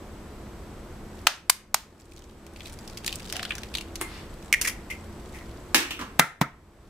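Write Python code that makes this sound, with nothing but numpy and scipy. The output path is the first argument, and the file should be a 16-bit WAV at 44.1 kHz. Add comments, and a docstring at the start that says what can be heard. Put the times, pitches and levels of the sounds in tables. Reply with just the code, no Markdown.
"""In a kitchen, an egg is tapped three times on the rim of a glass bowl, pulled open and plops onto other eggs.
A sleeve or hand brushes past, the empty halves click together and are tossed away; something knocks twice.
Hard contacts are sharp clicks followed by noise bursts, shaped by the pitches of shell, bowl or counter;
crackle and squelch are many tiny pops, and the brushing is a smooth swell of hiss just after the plop.
An appliance of wavering tones and noise hums throughout; gain control ducks everything after a loud blow."""
import sys
import numpy as np
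from scipy import signal
from scipy.io import wavfile
from scipy.ndimage import uniform_filter1d

SR = 44100
rng = np.random.default_rng(int(sys.argv[2]) if len(sys.argv) > 2 else 0)


def to_wav(s):
    """Save 16-bit WAV."""
    ch = np.atleast_2d(s).T  # columns
    pcm = np.round(np.clip(ch, -1, 1) * 32767)  # PCM
    wavfile.write(sys.argv[1], SR, pcm.astype(np.int16))


N = 303849  # length in samples

# Egg on the rim. Each row: start in seconds, level in dB, graze before the break in dB against the tap,
# shell pitch in Hz, its overtone in dB, brightness in dB per octave, hollow sound of the bowl in dB.
TAPS = [(1.27, 2.5, -16.5, 1260, 9, -0.16, -14), (1.498, 6.5, -24, 1210, -7.5, 3, -27.5),
        (1.745, -3, -7, 870, -6.5, 2, -18)]
# Tone colour of a tap. Each row: frequency in Hz, level in dB.
TAP_COLOUR = [(60, -47), (120, -31), (230, -20), (370, -28), (480, -24), (620, -5), (900, 1.5), (2000, -2),
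              (3000, -4), (5000, -0.5), (8000, -4.5), (12000, -8), (16000, -18.5)]
# Clearest tones of the glass bowl, damped by its contents.
# Each row: pitch in Hz, level in dB against the others, time to fall by 60 dB in seconds.
BOWL_TONES = [(1500, -19.5, 0.17), (1640, -12, .26), (3100, -4, 0.22), (4624, -6.5, .13), (6400, -5, 0.26),
              (6560, -5.5, .3)]
# Sound circling inside the bowl. Each row: frequency in Hz, level in dB.
BOWL_HOLLOW = [(100, -38.5), (700, -5.5), (1100, -7), (1550, -1), (2200, -6.5), (3000, -5), (5500, -7.5),
               (9000, -17.5), (16000, -30)]

# Clearest breaks of the shell under the thumbs. Each row: start in seconds,
# level in dB before a shared trim, pitch of the piece in Hz, treble in dB.
SNAPS = [(2.4644, -40.5, 2870, 3), (2.5605, -38.5, 2350, -4.5), (2.605, -33.5, 3250, -8.5),
         (2.6576, -34.5, 3820, -2), (2.7871, -40.5, 5030, 4), (2.8755, -36.5, 5330, 1),
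         (2.9716, -31, 3220, 3), (3.0621, -23, 4270, 6.5), (3.0776, -22.5, 2510, -2),
         (3.0914, -32, 3150, -8), (3.1261, -26.5, 2860, -2.5), (3.156, -30.5, 5100, 18),
         (3.2986, -32, 3320, -1), (3.3243, -24.5, 3260, 3.5), (3.3557, -30, 3000, -7),
         (3.365, -26.5, 2800, 0), (3.3936, -26.5, 3100, -10), (3.4281, -26, 2600, -1),
         (3.4502, -26.5, 3170, -7.5), (3.5057, -21, 2840, -15), (3.519, -28.5, 2960, -18),
         (3.552, -32, 2970, 4), (3.581, -32, 5850, 1), (3.6326, -31.5, 2650, -4), (3.739, -31, 3790, -3.5),
         (3.7502, -20.5, 3950, -8.5), (3.77, -30, 4150, -4), (3.7826, -27.5, 2900, -2.5),
         (3.8087, -31.5, 2820, 0), (3.9553, -28.5, 4160, 0.5)]
# Tone colour of breaking shell. Each row: frequency in Hz, level in dB.
SNAP_COLOUR = [(100, -20.5), (600, -21), (1400, -5.5), (2600, -1.5), (4500, -1), (6500, -3), (10000, -7),
               (16000, -16)]
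# Tone colour of the wet white. Each row: frequency in Hz, level in dB.
SQUELCH_COLOUR = [(200, -16.5), (480, -6), (700, 4.5), (1000, -15), (1550, -16), (2100, -5), (5000, -8),
                  (16000, -51)]
# Thumbs pressing into the crack. Values: peak in seconds, rise in seconds, fall in seconds.
PRESS = (3.16, 0.19, 0.38)
# Halves standing apart with white between them. Values: peak, rise and fall, all in seconds.
GAP = (3.55, 0.22, 0.065)
# Raw white stretching and sucking as the shell gives way. Values: peak, rise and fall, all in seconds.
STRETCH = (3.33, 0.011, 0.13)
# Fingers shifting their grip on the shell. Each row: middle in seconds, half length in seconds, level in dB.
RUBS = [(1.185, 0.027, -58.5), (2.123, 0.12, -49.5), (2.66, 0.085, -50), (4.463, 0.1, -57),
        (5.406, 0.39, -60), (6.882, 0.04, -58.5)]

# Contents landing in the bowl. Each row: start in seconds, level in dB, splash time in seconds.
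PLOPS = [(4.008, -40, 0.009), (4.013, -25.5, 0.0088), (4.019, -38.5, 0.0066)]
# Tone colour of a splash. Each row: frequency in Hz, level in dB.
PLOP_COLOUR = [(80, 2), (230, -2.5), (370, 20.5), (550, -6.5), (800, 7), (1400, 8.5), (2100, 6.5),
               (2800, 3), (6000, -2.5), (9500, 7), (16000, -9)]
# Note a splash leaves in the bowl. Each row: frequency in Hz, level in dB.
PLOP_RING = [(1000, -30), (1850, -18), (2080, 10.5), (2350, -17), (4000, -42.5)]
# A sleeve or hand brushing past. Values: peak, rise and fall, all in seconds.
BRUSH = (4.15, 0.054, 0.066)
# Tone colour of the brushing. Each row: frequency in Hz, level in dB.
BRUSH_COLOUR = [(200, -13.5), (1400, 1), (2050, 7), (2700, 3.5), (4700, 2), (7000, -8.5), (10000, -10),
                (16000, -23.5)]

# Empty halves knocking and scraping together. Each row: start in seconds, level in dB,
# scrape time in seconds, cup pitch in Hz, cup ring in dB (half of it goes to each of two close pitches).
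CUPS = [(4.5274, -12.5, 0.0059, 2310, 25), (4.5394, -14, 0.0034, 2270, 42), (4.5444, -19, 0.0032, 2040, 36),
        (4.612, -18, 0.015, 2280, -18), (4.648, -20, 0.013, 1980, 22.5), (4.672, -17.5, 0.016, 2090, 19.5),
        (4.899, -27, 0.023, 2230, 32.5), (5.335, -37, 0.046, 2080, 29.5)]
# Tone colour of the cup edges. Each row: frequency in Hz, level in dB.
CUP_COLOUR = [(100, -15.5), (400, -3), (700, -9.5), (1300, -2.5), (2800, -0.5), (4000, -5.5), (5800, 1.5),
              (8000, -3.5), (10000, -3), (16000, -14.5)]
# Shell landing and tumbling further off. Each row: start in seconds, level in dB,
# pitch in Hz, ring of the landing in dB.
TOSS = [(5.7456, -4.5, 2560, -1.5), (5.846, -38, 2700, 10.5), (5.907, -23.5, 2850, 9.5),
        (5.992, -29, 1248, 6), (6.012, -27, 1120, 11.5)]
# Tone colour of the tossed shell. Each row: frequency in Hz, level in dB.
TOSS_COLOUR = [(80, -20.5), (260, 0), (550, -10.5), (900, -6.5), (1700, -3.5), (2700, -2.5), (4200, -7.5),
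               (6000, -8), (10000, -14.5), (16000, -15.5)]
# Knocks on the counter. Each row: start in seconds, level in dB, contact time in seconds,
# brightness in dB per octave, thump pitch in Hz.
KNOCKS = [(6.1949, 8.5, 0.0033, -0.5, 168), (6.414, -1, 0.0066, -2.5, 143)]
# Tone colour of a knock. Each row: frequency in Hz, level in dB.
KNOCK_COLOUR = [(40, -22.5), (110, -5), (290, 0), (480, -14.5), (680, -6), (800, -4.5), (950, 2),
                (1400, -11), (2200, -4), (3200, -10.5), (5000, -12.5), (9000, -15.5), (16000, -16)]
# The counter's crowded ringing tones. Each row: frequency in Hz, level in dB.
COUNTER = [(60, -25), (140, 1.5), (300, -10), (480, -10.5), (880, -5.5), (1080, -9.5), (1340, 10.5),
           (1650, -1.5), (2100, 6.5), (2700, -19), (5000, -22), (16000, -42.5)]

# Motor tones of the appliance. Each row: pitch in Hz, level in dB.
HUM = [(59.2, -55.5), (86.1, -54.5), (209.9, -56.5), (335, -58.5), (366.1, -60.5)]
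# Tone colour of its rush of air. Each row: frequency in Hz, relative level in dB per Hz.
AIR = [(12, -29.5), (20, -2.5), (77, -2.5), (113, -8.5), (198, -9), (270, -10.5), (357, -10.5),
       (410, -12.5), (759, -18.5), (1090, -20), (2670, -31), (6540, -37), (7950, -39), (14700, -44),
       (16000, -64)]
# Stereo width of scattered sound. Each row: frequency in Hz, side against middle in dB.
WIDTH = [(60, -23), (250, -18), (600, -11.5), (1200, -7.5), (2500, -4.5), (5000, -2), (15000, -4)]
# Fading of the room. Each row: frequency in Hz, time to fall by 60 dB in seconds.
ROOM = [(150, 0.24), (600, 0.3), (1600, 0.4), (4000, 0.29), (8000, 0.25), (15000, 0.19)]

HZ = np.fft.rfftfreq(4096, 1 / SR)  # frequencies of every spectrum
T = np.arange(SR // 4) / SR  # time axis of one short sound, in seconds
OCTAVES = np.log2(np.maximum(HZ, 200) / 2000)  # octaves above 2000 Hz, level below 200 Hz


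def taps(lead_s=0.0018, crush_s=0.0031, crumble_db=-1.5, ring_db=-37, overtone=2.12):
    """The shell grazes the rim, then caves in; the bowl answers with a short hollow wash and a faint ring."""
    out = np.zeros((2, N))
    for s, db, graze_db, hz, overtone_db, tilt, hollow_db in TAPS:
        shell = read(TAP_COLOUR, HZ) + tilt * OCTAVES
        shell += resonance(hz, width_hz=310, db=4.5)
        shell += resonance(hz * overtone, width_hz=1500, db=overtone_db)
        graze = blow(shell, decay_s=0.0015, crumble_db=30.5)
        crush = blow(shell, crush_s, crumble_db, lump_db=2)
        hollow = wash(read(BOWL_HOLLOW, HZ) + tilt * OCTAVES, t60=0.26)
        bowl = gain_of(hollow_db) * hollow + gain_of(ring_db) * ring(BOWL_TONES)
        add(out, s - lead_s, gain_of(db + graze_db) * graze)
        add(out, s, gain_of(db) * (crush + bowl))
    return out


def opening(crinkle_db=-53, chips_db=-47.5, squelch_db=-42.5):
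    """Clear snaps, small chips and fine crinkling under the thumbs, and the wet white between the halves."""
    press = swell(*PRESS)
    grip = sum(gain_of(db) * swell(s, half_s, half_s) for s, half_s, db in RUBS)
    crinkle = grains(SNAP_COLOUR, gain_of(crinkle_db) * press + grip,
                     per_s=830, spread_db=7.5, piece_hz=(2200, 10000))
    chips = grains(SNAP_COLOUR, gain_of(chips_db) * press,
                   per_s=28, spread_db=4.5, piece_hz=(2400, 5000), count=6)
    squelch = grains(SQUELCH_COLOUR, gain_of(squelch_db) * swell(*STRETCH),
                     per_s=420, spread_db=2, piece_hz=(550, 1800), count=5)
    return snaps() + crinkle + chips + squelch


def snaps(level_db=-5.5, shut_hollow_db=-8, open_hollow_db=20, ring_db=6, ring_share=0.7, overtone_db=6):
    """Each break rings a small piece of shell for a few milliseconds; as the halves part it gains a hollow note."""
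    treble_from_hz = 2860  # the treble setting acts above this, in full from an octave higher
    run_on_s, run_on_db = 0.006, -12.5  # each crack runs a little further just after it starts
    out = np.zeros((2, N))
    highs = np.clip(np.log2((HZ + 1) / treble_from_hz), 0, 1)
    cavity = np.exp(-((HZ - 1480) / 450) ** 2)
    gaps = swell(*GAP)
    for s, db, hz, bright_db in SNAPS:
        # a dull snap is a large piece flexing, and rings more clearly than a bright splinter
        piece_ring_db = ring_db - ring_share * bright_db
        hollow_db = shut_hollow_db + open_hollow_db * gaps[round(s * SR)]
        piece = read(SNAP_COLOUR, HZ) + resonance(hz, width_hz=410, db=piece_ring_db)
        piece += highs * bright_db + cavity * hollow_db
        for late_s, less_db in (0, 0), (run_on_s * rng.uniform(0.56, 2.1), run_on_db):
            # no two pieces have the same shape, so each has a second note of its own
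            shape = resonance(hz * rng.uniform(0.61, 1.95), width_hz=280, db=overtone_db)
            snap = blow(piece + shape, decay_s=0.0035, crumble_db=7.5, lump_db=4.5)
            add(out, s + late_s + 0.001245, gain_of(db + less_db + level_db) * snap)
    return out


def grains(spectrum, gain, per_s, spread_db, piece_hz, count=12):
    """Tiny random cracks or pops of uneven size, each kind with its own pitch, following a gesture."""
    pops = np.zeros((2, N))
    for hz in np.geomspace(*piece_hz, num=count):
        happens = rng.random(N) < per_s / count / SR
        size = gain_of(spread_db * np.minimum(rng.exponential(1, N), 4)) * happens
        piece = read(spectrum, HZ) + resonance(hz, width_hz=hz / 6, db=9)
        pop = blow(piece, decay_s=0.003, crumble_db=8.5)
        pops += signal.oaconvolve(size[None], pop[:, :1024], axes=1)[:, :N]
    return evened(pops) * gain


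def plops(ring_db=-11):
    """Yolk and white slap into the liquid with a fine wet fizz and a short ring."""
    out = np.zeros((2, N))
    for s, db, splash_s in PLOPS:
        splash = blow(read(PLOP_COLOUR, HZ), splash_s, crumble_db=18)
        note = wash(read(PLOP_RING, HZ), t60=0.22)
        add(out, s, gain_of(db) * (splash + gain_of(ring_db) * note))
    return out


def brush(brush_db=-47):
    """A sleeve or hand brushing past: a smooth swell of hiss just after the plop."""
    hiss = colour(scattered(N), read(BRUSH_COLOUR, HZ))
    return evened(hiss) * gain_of(brush_db) * swell(*BRUSH)


def cups(tilt_db=2.0, contact_s=0.0069, knock_s=0.01, rise_share=0.48):
    """The hollow halves ring at two close pitches as their edges catch."""
    out = np.zeros((2, N))
    edge = read(CUP_COLOUR, HZ) + tilt_db * np.maximum(OCTAVES, 0)
    for s, db, scrape_s, hz, ring_db in CUPS:
        cup = resonance(hz * 0.933, width_hz=170, db=ring_db / 2)
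        cup += resonance(hz * 1.076, width_hz=510, db=ring_db / 2)
        # a long scrape is mostly small contacts and starts softly, a short knock is mostly one
        crumble_db = 20 * np.log10(scrape_s / contact_s)
        rise_s = max(rise_share * (scrape_s - knock_s), 1 / SR)
        rise = np.minimum((T + 1 / SR) / rise_s, 1)
        add(out, s, gain_of(db) * rise * blow(edge + cup, scrape_s, crumble_db))
    return out


def toss(bright_hz=2400, tilt_db=2.0, rattle_tilt_db=-0.3, hollow_hz=335, rattle_ring_db=4):
    """The shell lands with a crunch and rolls to rest, a little to the right; lower touches are duller."""
    rattle_after_s, rattle_s, rattle_db = 0.013, 0.046, -10  # it rattles on after every touch
    out = np.zeros((2, N))
    for s, db, hz, ring_db in TOSS:
        shell = read(TOSS_COLOUR, HZ) + tilt_db * np.log2(hz / bright_hz) * OCTAVES
        landing = shell + resonance(hz, width_hz=hz / 4, db=ring_db)
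        rolling = shell + rattle_tilt_db * OCTAVES
        rolling += resonance(hollow_hz, width_hz=56, db=14.5)
        rolling += resonance(hz, width_hz=hz / 8, db=ring_db + rattle_ring_db)
        crunch = blow(landing, decay_s=0.015, crumble_db=12.5, lump_db=-0.5)
        rattle = blow(rolling, rattle_s, crumble_db=8, lump_db=6)
        add(out, s, gain_of(db) * crunch)
        add(out, s + rattle_after_s, gain_of(db + rattle_db) * rattle)
    return from_right(out, level_db=0.5, count=4)


def knocks(ring_db=-8, scuff_db=-27, lead_s=0.0031, crumble_db=6):
    """A brief scuff, then a hard clack over the low thump and woody ring of the counter."""
    out = np.zeros((2, N))
    for s, db, contact_s, tilt, hz in KNOCKS:
        body = read(KNOCK_COLOUR, HZ) + tilt * OCTAVES
        thump = resonance(hz, width_hz=31, db=5)
        scuff = blow(body + 3 * OCTAVES, decay_s=0.004, crumble_db=22.0)
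        clack = blow(body + thump, contact_s, crumble_db, lump_db=2)
        counter = gain_of(ring_db + tilt) * wash(read(COUNTER, HZ) + tilt * OCTAVES, t60=0.19)
        add(out, s - lead_s, gain_of(db + scuff_db) * scuff)
        add(out, s, gain_of(db) * (clack + counter))
    return out


def appliance(air_db=-42.25, waver=0.59):
    """Wavering motor tones in a dull rush of air, with a thin high whine."""
    t = np.arange(N) / SR
    whine = resonance(7870, width_hz=140, db=9.5)
    air = evened(colour(scattered(N), read(AIR, HZ) + whine))
    out = gain_of(air_db) * air
    knot_s = np.linspace(0, t[-1], 40)  # level and phase wander between 40 random points
    for hz, db in HUM:
        wander, drift = (np.interp(t, knot_s, row) for row in rng.standard_normal((2, 40)))
        tone = np.sin(2 * np.pi * hz * t + 0.12 * drift)
        out = out + gain_of(db) * np.sqrt(2) * (1 + waver * wander) * tone
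    return out


def kitchen(x, build_s=0.002):
    """Diffuse reflections that build up quickly and fade at a different speed in each part of the spectrum."""
    hz, t, z = signal.stft(scattered(SR // 2), SR, nperseg=256)
    fade = gain_of(-60 * t / read(ROOM, hz)[:, None])
    tail = signal.istft(z * fade, SR, nperseg=256)[1]
    tail *= 1 - np.exp(-np.arange(tail.shape[1]) / SR / build_s)
    return convolve(x, tail / np.linalg.norm(tail[0]))


def blow(spectrum_db, decay_s, crumble_db, lump_db=4):
    """A sharp contact and a dying, lumpy burst, coloured by the body; its energy is that of rms 1 for 10 ms."""
    lumps = np.interp(T, T[::30], rng.standard_normal(len(T[::30])))
    envelope = gain_of(lump_db * lumps) * np.exp(-T / max(decay_s, 1e-4))
    burst = scattered(len(T), envelope)
    burst *= gain_of(crumble_db) / np.linalg.norm(burst[0])  # energy against the single contact
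    burst[:, 0] += 1  # the contact itself
    return evened(colour(burst, spectrum_db)) * np.sqrt(0.01 / T[-1])


def wash(spectrum_db, t60):
    """Many overlapping tones that die away together as a band of noise."""
    return blow(spectrum_db, t60 / np.log(1000), crumble_db=30, lump_db=0)


def ring(modes):
    """Dying tones of a struck body, reaching each microphone in a slightly different phase."""
    out = np.zeros((2, len(T)))
    for hz, db, t60 in modes:
        phase = rng.normal(0, 0.5, (2, 1))
        out += gain_of(db - 60 * T / t60) * np.sin(2 * np.pi * hz * T + phase)
    return out


def resonance(hz, width_hz, db):
    """A body sounds louder near its own pitch: a peak about db above a flat spectrum, in dB."""
    off_pitch = (HZ ** 2 - hz ** 2) / (width_hz * (HZ + 1))
    return 10 * np.log10(1 + gain_of(db) ** 2 / (1 + off_pitch ** 2))


def scattered(size, envelope=1):
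    """Noise at two close microphones: alike in the bass, different in the treble."""
    noise = rng.standard_normal((2, 1, size)) * envelope
    side_db = read(WIDTH, HZ)
    mid_db = -10 * np.log10(1 + gain_of(side_db) ** 2)  # keeps the total power even
    mid = colour(noise[0], mid_db)
    side = colour(noise[1], mid_db + side_db)
    return np.vstack([mid + side, mid - side])


def from_right(x, level_db, count):
    """A source to the right reaches the left microphone weaker and count samples later."""
    return np.array([np.roll(x[0], count), x[1]]) * gain_of([[-level_db / 2], [level_db / 2]])


def swell(peak_s, rise_s, fall_s):
    """A gesture that grows smoothly to 1 and fades again."""
    t = np.arange(N) / SR - peak_s
    return np.exp(-0.5 * (t / np.where(t < 0, rise_s, fall_s)) ** 2)


def colour(x, db):
    """Filters without sounding ahead of time, with the gain db at the frequencies HZ."""
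    log_gain = np.log(gain_of(np.r_[db, db[-2:0:-1]]))
    response = np.fft.ifft(np.exp(np.conj(signal.hilbert(log_gain)))).real
    return convolve(x, response)


def convolve(x, response):
    """Passes each channel through a response, keeping the length."""
    return signal.fftconvolve(x, np.atleast_2d(response), axes=1)[:, :x.shape[1]]


def read(points, hz):
    """Reads a table between its points, on a log-frequency axis."""
    f, value = np.transpose(points)
    return np.interp(np.log(hz + 1), np.log(f + 1), value)


def gain_of(db):
    """Turns decibels into a gain."""
    return 10 ** (np.asarray(db) / 20)


def evened(x):
    """Scales a sound to an rms level of 1."""
    return x / np.sqrt(np.mean(x ** 2) + 1e-20)


def add(mix, s, sound):
    """Mixes a stereo sound in at time s, in seconds."""
    part = mix[:, round(s * SR):][:, :sound.shape[1]]
    part += sound[:, :part.shape[1]]


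def scene():
    """Every source is heard directly and, except the appliance, through its own share of the room."""
    # each row: sound, gain into the room
    sources = [(taps(), gain_of(-22.5)), (opening(), gain_of(-13.5)), (plops() + brush(), gain_of(-6.0)),
               (cups(), gain_of(-15.0)), (toss(), gain_of(-5.0)), (knocks(), gain_of(-18))]
    direct = sum(x for x, wet in sources)
    room = kitchen(sum(x * wet for x, wet in sources))
    return direct + room + appliance()


def record(dry, threshold_db=-16, squeeze=0.68, recovery_db_per_s=11.5, edge_hz=15700):
    """Gain control drops at once and recovers slowly; the sharpest peaks clip; then the top treble is cut."""
    power = abs(uniform_filter1d((dry ** 2).mean(0), size=400))
    power_db = 10 * np.log10(power + 1e-12)
    cut_db = squeeze * np.maximum(power_db - threshold_db, 0)
    recovered = np.arange(N) / SR * recovery_db_per_s
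    held_db = np.maximum.accumulate(cut_db + recovered) - recovered
    gain = gain_of(-uniform_filter1d(held_db, size=100))
    clipped = np.clip(dry * gain, -1, 1)
    low_pass = signal.firwin(255, edge_hz, window=("kaiser", 8), fs=SR)
    return signal.oaconvolve(clipped, low_pass[None], "same")


dry = scene()
out = record(dry)
to_wav(out)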